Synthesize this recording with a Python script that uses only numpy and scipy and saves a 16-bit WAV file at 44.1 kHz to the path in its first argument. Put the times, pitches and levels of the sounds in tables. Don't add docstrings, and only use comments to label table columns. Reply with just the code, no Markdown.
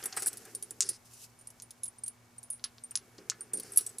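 import sys
import numpy as np
from scipy import signal
from scipy.fft import rfft, irfft, next_fast_len
from scipy.io import wavfile
from scipy.ndimage import map_coordinates

SR = 44100
rng = np.random.default_rng(int(sys.argv[2]) if len(sys.argv) > 2 else 0)


def unload_audio(sound):
    columns = np.transpose(np.atleast_2d(sound))
    steps = np.round(np.clip(columns, -1, 1) * 32767)
    wavfile.write(sys.argv[1], SR, steps.astype(np.int16))


N = 176400


def amp(db):
    return 10 ** (np.asarray(db) / 20)


def unit(x):
    return x / np.sqrt(np.mean(x ** 2) + 1e-20)


def along(points, hz):
    point_hz, value = np.transpose(points)
    return np.interp(np.log(hz + 1), np.log(point_hz + 1), value)


def curves(rows):
    s, *columns = np.transpose(rows)
    return [np.interp(np.arange(N) / SR, s, column) for column in columns]


def wobble(rate_hz):
    knots = rng.standard_normal(int(N * rate_hz / SR) + 4)
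    return map_coordinates(knots, [np.arange(N) * rate_hz / SR])


def filtered(x, response):
    size = next_fast_len(x.shape[-1] + 4096)
    spectrum = rfft(x, size) * response(np.fft.rfftfreq(size, 1 / SR))
    return irfft(spectrum, size)[..., :x.shape[-1]]


def resonances(rows):
    def response(f):
        total = 0
        for k, (centre, width, db) in enumerate(rows):
            band = 1j * f * width / (centre * centre - f * f + 1j * f * width)
            total = total + (-1) ** k * amp(db) * band
        return total
    return response


def stereo_noise(gain):
    # hz, correlation
    likeness = [(60, 0.76), (1000, 0.49), (4000, 0.72), (15000, 0.11)]

    def mid_side_gain(hz):
        turn = np.arccos(np.clip(along(likeness, hz), -1, 1)) / 2
        return gain(hz) * np.array([np.cos(turn), np.sin(turn)])

    mid, side = filtered(rng.standard_normal((2, N)), mid_side_gain)
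    return unit(np.array([mid + side, mid - side]))


def add(out, start_s, peak_db, sound):
    at = max(round(start_s * SR), 0)
    out[:, at:at + sound.shape[1]] += amp(peak_db) * sound / np.abs(sound.mean(0)).max()


def room_tone():
    # (per Hz, relative)
    colour = [(20, -23), (40, -19.5), (90, -14), (200, -18), (420, -20), (900, -19), (2300, -27),
              (3200, -31), (7000, -35.5), (12000, -54), (16000, -38.5)]
    rms_db = -65
    return amp(rms_db) * stereo_noise(lambda hz: amp(along(colour, hz)))


def hum():
    # pitch_hz, level_db (before trim)
    tones = [(114.6, -69.5), (120, -71), (240, -71.5), (2250, -79)]
    in_phase_s, trim_db = 2.77, 1.5
    t = np.arange(N) / SR - in_phase_s
    out = 0
    for hz, db in tones:
        out = out + amp(db + trim_db + 1.06 * wobble(3.7)) * np.cos(2 * np.pi * hz * t)
    return out


def rubbing():
    # time_s, level_db (before trim)
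    strength = [(0, -56), (.3, -57.5), (.5, -61), (.78, -66), (1.045, -68.5), (1.056, -59), (1.09, -65.5),
                (1.14, -57.5), (1.19, -58), (1.245, -50), (1.275, -69), (2.2, -72), (3.5, -68.5),
                (3.55, -80), (3.64, -60), (3.7, -60), (3.8, -55), (4, -66.5)]
    # (per Hz, relative)
    colour = [(2500, -5.5), (3500, -10.5), (5200, -1.5), (7000, -1.5), (9000, -2), (11500, -2.5),
              (14000, -9.5), (16000, -16)]
    low_cut_hz, trim_db = 2500, 1.5
    db, = curves(strength)
    level = amp(db + trim_db + 0.5 * wobble(37) + wobble(300))
    return level * stereo_noise(lambda hz: amp(along(colour, hz)) * (hz > low_cut_hz))


def table_noise(modes):
    pair = stereo_noise(lambda f: np.abs(resonances(modes)(f)) ** 2)
    return 0.78 * pair.mean(0) + 0.098 * pair


def dragging():
    # time_s, low_level_db, upper_level_db (before lumps)
    drag = [(0, -65.5, -53), (.3, -60, -60), (.75, -62, -73), (.94, -72, -95), (.99, -76, -80.5),
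            (2.8, -81.5, -91), (3.1, -65.5, -70), (3.5, -61.5, -68), (3.66, -58.5, -62), (4, -64, -67)]
    # start_s, low_level_db, upper_level_db, t60_s
    bumps = [(0.026, -48.5, -55, 0.2), (0.056, -50, -44.5, 0.046), (0.126, -88, -53.5, 0.33),
             (0.17, -49, -33, 0.089), (0.221, -44, -43.5, 0.068), (0.264, -49.5, -44.5, 0.08),
             (0.451, -64, -57.5, 0.23), (0.549, -51.5, -80.5, 0.11), (0.71, -55.5, -58, 0.082),
             (0.806, -72, -55, 0.11), (0.846, -52, -65, 0.21), (0.897, -50.5, -84, 0.075),
             (3.183, -48.5, -59, 0.16), (3.536, -38.5, -56, 0.081), (3.558, -44.5, -82, 0.11),
             (3.58, -51.5, -81, 0.19)]
    # centre_hz, width_hz, level_db (both before squaring)
    low_modes = [(195, 103, -5.5), (265, 58, -1.5), (398, 142, -2.5)]
    upper_modes = [(782, 130, 14), (1000, 200, -38), (1417, 1140, 15), (3190, 2500, 6.5)]
    lump_rate_hz, lump_db, rise_s = 45, 2.25, 0.00044
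    t = np.arange(N) / SR
    low, upper = amp(np.array(curves(drag)) + lump_db * wobble(lump_rate_hz))
    for s, low_db, upper_db, t60 in bumps:
        age = np.maximum(t - s, 0)
        shape = amp(-60 * age / t60) * (1 - np.exp(-age / rise_s))
        low = low + amp(low_db) * shape
        upper = upper + amp(upper_db) * shape
    return low * table_noise(low_modes) + upper * table_noise(upper_modes)


def scraping():
    # start_s, end_s, first_level_db, last_level_db
    slides = [(0.156, 0.289, -52, -46), (.828, 0.979, -42.5, -59), (3.53, 3.712, -55.5, -57)]
    # centre_hz, width_hz, level_db (both before squaring)
    body = [(1534, 1060, -4.5), (5100, 1500, 1.5), (10000, 2600, 1)]
    grains_per_s, size_scatter_db, ramp_s = 5000, 2.5, 0.0071
    t = np.arange(N) / SR
    contact = rng.random(N) < grains_per_s / SR
    size = amp(size_scatter_db * rng.exponential(size=N))
    grains = contact * size * np.sign(rng.standard_normal(N))
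    sound = unit(filtered(grains, lambda f: resonances(body)(f) ** 2 / (1 + (f / 12000) ** 8)))
    shape = 0
    for start, end, first_db, last_db in slides:
        ramps = np.clip(np.minimum(t - start, end - t) / ramp_s, 0, 1)
        shape = shape + amp(np.interp(t, [start, end], [first_db, last_db])) * ramps
    return shape * amp(2.5 * wobble(60)) * sound


def beads():
    # start_s, peak_db, centre_hz, tail_db
    hits = [(.028, -31, 5400, -16), (0.126, -28.5, 5250, -7), (0.177, -30, 4960, -11),
            (0.8066, -4.5, 7530, -14.5), (0.8227, -14, 6800, -14), (0.8305, -19, 6300, -19),
            (0.889, -27.5, 5900, -5.5), (1.6, -32, 6250, -16), (2.596, -45.5, 4300, -18),
            (2.6402, -20, 5100, -11), (2.654, -37.5, 3900, -9), (2.783, -37.5, 4540, -20),
            (2.917, -48, 2740, -12), (2.9553, -11, 5970, -19.5), (2.9742, -20.5, 5830, -44),
            (3.181, -42.5, 5300, -2), (3.2991, -10, 6540, -15), (3.3182, -37, 1940, -14),
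            (3.41, -49.5, 1730, 3), (3.789, -30, 4550, -8.5)]
    body_q, tail_t60_s, grain_power = 1.73, 0.042, 0.88
    knock_hz, knock_width_hz, knock_db = 1194, 600, -4
    knock_db_per_oct = 15
    out, t = np.zeros((2, N + SR)), np.arange(SR // 8) / SR
    for s, db, hz, tail_db in hits:
        noise = rng.standard_normal(len(t)) + 0.2 * rng.standard_normal((2, len(t)))
        grain = np.abs(rng.standard_normal(len(t))) ** grain_power
        rise = np.minimum(t / tail_t60_s * 20, 1)
        blow = amp(tail_db - 60 * t / tail_t60_s) * noise * grain * rise / 2
        blow[:, 0] = 1
        this_knock_db = knock_db - knock_db_per_oct * np.log2(max(hz, 3500) / 4500)
        body = resonances([(hz, hz / body_q, 0), (knock_hz, knock_width_hz, this_knock_db)])
        add(out, s, db, filtered(blow, lambda f: body(f) ** 2 / (1 + (f / 9500) ** 6)))
    return out[:, :N]


def clink_modes(t, modes, pitch_hz, factor, hard_db, spread_oct, floor_db, pan_db):
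    low_hz, low_db_per_hard_db = 6000, 1.16
    jolt_db, jolt_db_per_hard_db, jolt_t60_s = 5, 0.97, 0.012
    buzz, buzz_hz = 0.6, 450
    pan_scatter_db, level_scatter_db, rise_s = 1.5, 2, 0.00091
    phase_scatter_rad = 1.3
    hz, level_db, t60 = np.transpose(modes)[:, :, None]
    near_db = np.maximum(-6 * (np.log2(hz / pitch_hz) / spread_oct) ** 2, floor_db)
    near_db = near_db + low_db_per_hard_db * hard_db * (hz < low_hz)

    knot_count = SR // 100
    knots = rng.standard_normal((2, len(hz), knot_count))
    real, imag = [np.array([np.interp(t * buzz_hz, np.arange(knot_count), k) for k in part])
                  for part in knots]
    depth = buzz * np.where(hz < low_hz, 0.5, 1)
    wave = (1 + depth * (real + 1j * imag)) * np.exp(2j * np.pi * hz * t)

    jolt = amp(jolt_db + jolt_db_per_hard_db * hard_db + near_db - 60 * t / jolt_t60_s)
    fade = amp(-60 * t / (t60 * factor)) + (hz > low_hz) * jolt
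    level = amp(level_db + near_db + level_scatter_db * rng.standard_normal(hz.shape))
    tones = level * fade * wave * (1 - np.exp(-t / rise_s))

    side_db = pan_db / 2 + pan_scatter_db * rng.standard_normal(hz.shape) / 2
    phase = 0.5 * phase_scatter_rad * (hz / 12000) ** 2 * rng.standard_normal(hz.shape)
    left = amp(side_db) * np.exp(1j * phase)
    return np.array([(tones * left).sum(0).imag, (tones / left).sum(0).imag])


def clinks(hits, modes, spread_oct, floor_db, crack_hz, crack_width_hz, pan_db):
    crack_t60_s, chatter_s, hard_from_db = 0.025, 0.0087, -22
    crack_body = resonances([(crack_hz, crack_width_hz, 0)])
    out, t = np.zeros((2, N + SR)), np.arange(SR // 5) / SR
    for s, db, pitch_hz, crack_db, factor in hits:
        hard_db = max(db - hard_from_db, 0)
        ring = clink_modes(t, modes, pitch_hz, factor, hard_db, spread_oct, floor_db, pan_db)
        hiss = rng.standard_normal(len(t)) + 0.15 * rng.standard_normal((2, len(t)))
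        crack = unit(filtered(hiss, lambda f: crack_body(f) ** 2 / (1 + (f / 12500) ** 6)))
        crack = crack * amp(crack_db - 60 * t / crack_t60_s) * amp([[pan_db / 2], [-pan_db / 2]])
        sound = ring + crack * np.abs(ring).max() / 2
        touches, later = np.zeros(SR // 8), rng.random((3, 2))
        touches[0] = 1
        touches[1 + (later[:, 0] * chatter_s * SR).astype(int)] = 0.15 + 0.35 * later[:, 1]
        add(out, s, db, signal.fftconvolve(sound, touches[None], axes=1))
    return out[:, :N]


def frame_clinks():
    # start_s, peak_db, pitch_hz, crack_db (re half the ring peak), ring_time_factor
    hits = [(0.038, -28.5, 11300, 2, 0.89), (0.0565, -21, 10800, -5, 0.56),
            (0.1659, -27.5, 8700, -1.5, 0.49), (0.172, -20, 8070, -1.5, 1), (0.1964, -30, 8900, -8, 1),
            (0.2221, -25, 8500, 1, 0.96), (0.2599, -19.5, 8400, -11, 0.7),
            (0.2697, -15.5, 9700, -13.5, 0.53), (0.2784, -21, 8730, 0, 0.3), (0.33, -31.5, 8690, 5, 0.23),
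            (0.3719, -31, 9400, -1.5, 0.21), (0.4528, -38.5, 7810, 8, 0.25),
            (3.5982, -27, 10570, -3.5, 0.22), (3.7204, -32.5, 9900, -34, 0.96),
            (3.7344, -36.5, 8650, -3.5, 0.7), (3.76, -25.5, 10200, -21, 0.71), (3.7738, -4, 10250, -18, 1),
            (3.8088, -28.5, 10300, -3, 1), (3.8641, -25.5, 8650, -8.5, 0.42), (3.8924, -38, 8300, -7, 0.32),
            (3.9842, -26.5, 8900, -6, 0.61)]
    # pitch_hz, level_db, t60_s (before ring_time_factor)
    modes = [(5642, -17, .17), (7110, -15, .045), (8000, -3, .16), (8300, -6, .09), (8720, -1, .1),
             (10200, -1, .07), (10500, 1, .09), (10750, -3, .11), (11030, -9, .057), (11940, -12, .04),
             (12850, -2, .07), (14300, -7, .05), (15300, -6, .06)]
    return clinks(hits, modes, spread_oct=0.36, floor_db=-11.5,
                  crack_hz=11340, crack_width_hz=20500, pan_db=0)


def ring_clinks():
    # start_s, peak_db, pitch_hz, crack_db (re half the ring peak), ring_time_factor
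    hits = [(0.5496, -23.5, 9300, -6.5, 0.44), (0.625, -28, 9600, -5, 0.48),
            (0.7078, -26.5, 9660, -4.5, 0.35), (0.8895, -20, 9250, -11, 0.48),
            (0.8908, -21.5, 10360, -2.5, 0.31), (1.1356, -42.5, 9700, 0, 1), (1.3892, -48, 9340, -7, 0.8),
            (1.411, -44.5, 9500, -8, 0.48), (1.472, -33, 8400, -10, 0.3), (1.503, -43, 10100, 4, 0.3),
            (1.6215, -33.5, 9560, 2.5, 0.58), (1.7068, -35.5, 9500, 5, 0.23),
            (1.8333, -24.5, 10330, -7.5, 0.55), (1.8564, -33.5, 10150, 6, 0.67),
            (1.8795, -32, 9300, -16, 0.38), (1.984, -42, 9030, -13, 0.27), (2.0362, -26, 9000, -14, 0.43),
            (2.0617, -30, 8560, -7.5, 0.71), (2.0792, -26.5, 9900, -9, 0.42), (2.382, -40, 8850, -13, 0.27),
            (2.43, -37.5, 9590, -3.5, 0.81), (2.5021, -24, 11500, -19, 0.54),
            (2.5274, -33.5, 9300, -15, 0.89), (2.6411, -27.5, 9930, -32, 0.48),
            (2.8372, -32, 8960, -16, 0.5), (2.9093, -32.5, 9100, -7.5, 0.3),
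            (2.9557, -21.5, 10040, -11, 0.45), (3.408, -30, 9220, -11.5, 0.59),
            (3.5339, -22, 8970, -8, 0.75), (3.5452, -27, 9000, -17, 0.47), (3.5724, -27, 9200, -11, 0.44),
            (3.5853, -37, 8800, -18, 0.47), (3.6323, -34.5, 9060, -32, 0.24)]
    # pitch_hz, level_db, t60_s (before ring_time_factor)
    modes = [(6360, -17, 0.044), (8870, 3.5, 0.12), (9240, -0.5, 0.14), (9370, -4.5, 0.058),
             (9440, -13, 0.13), (9800, -9.5, 0.057), (10060, 1, .15), (10580, -8, 0.06), (10610, 1, 0.2),
             (10830, -7.5, 0.12), (13300, -12, 0.036)]
    return clinks(hits, modes, spread_oct=0.062, floor_db=-16.5,
                  crack_hz=9300, crack_width_hz=11100, pan_db=-1.5)


def room(x):
    # hz, t60_s
    decay = [(500, 0.43), (5000, 0.1), (14000, 0.035)]
    delay_samples = 130
    hz, t, bins = signal.stft(rng.standard_normal((2, SR // 3)), SR, nperseg=256)
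    fade = amp(-60 * t / along(decay, hz)[:, None])
    tail = signal.istft(bins * fade, SR, nperseg=256)[1]
    tail = 2.1 * tail[:1] + 0.17 * tail
    tail = tail / np.linalg.norm(tail[0])
    delayed = np.pad(x.mean(0), (delay_samples, 0))
    return signal.fftconvolve(delayed[None], tail, axes=1)[:, :N]


def scene():
    room_db = -13.5
    background = room_tone() + hum() + rubbing() + dragging()
    hits = scraping() + beads() + frame_clinks() + ring_clinks()
    return background + hits + amp(room_db) * room(hits)


def record(dry):
    top_hz, above_db, end_hz = 15400, -18, 16800
    return filtered(dry, lambda hz: np.where(hz < top_hz, 1, amp(above_db)) * (hz < end_hz))


dry = scene()
out = record(dry)
unload_audio(out)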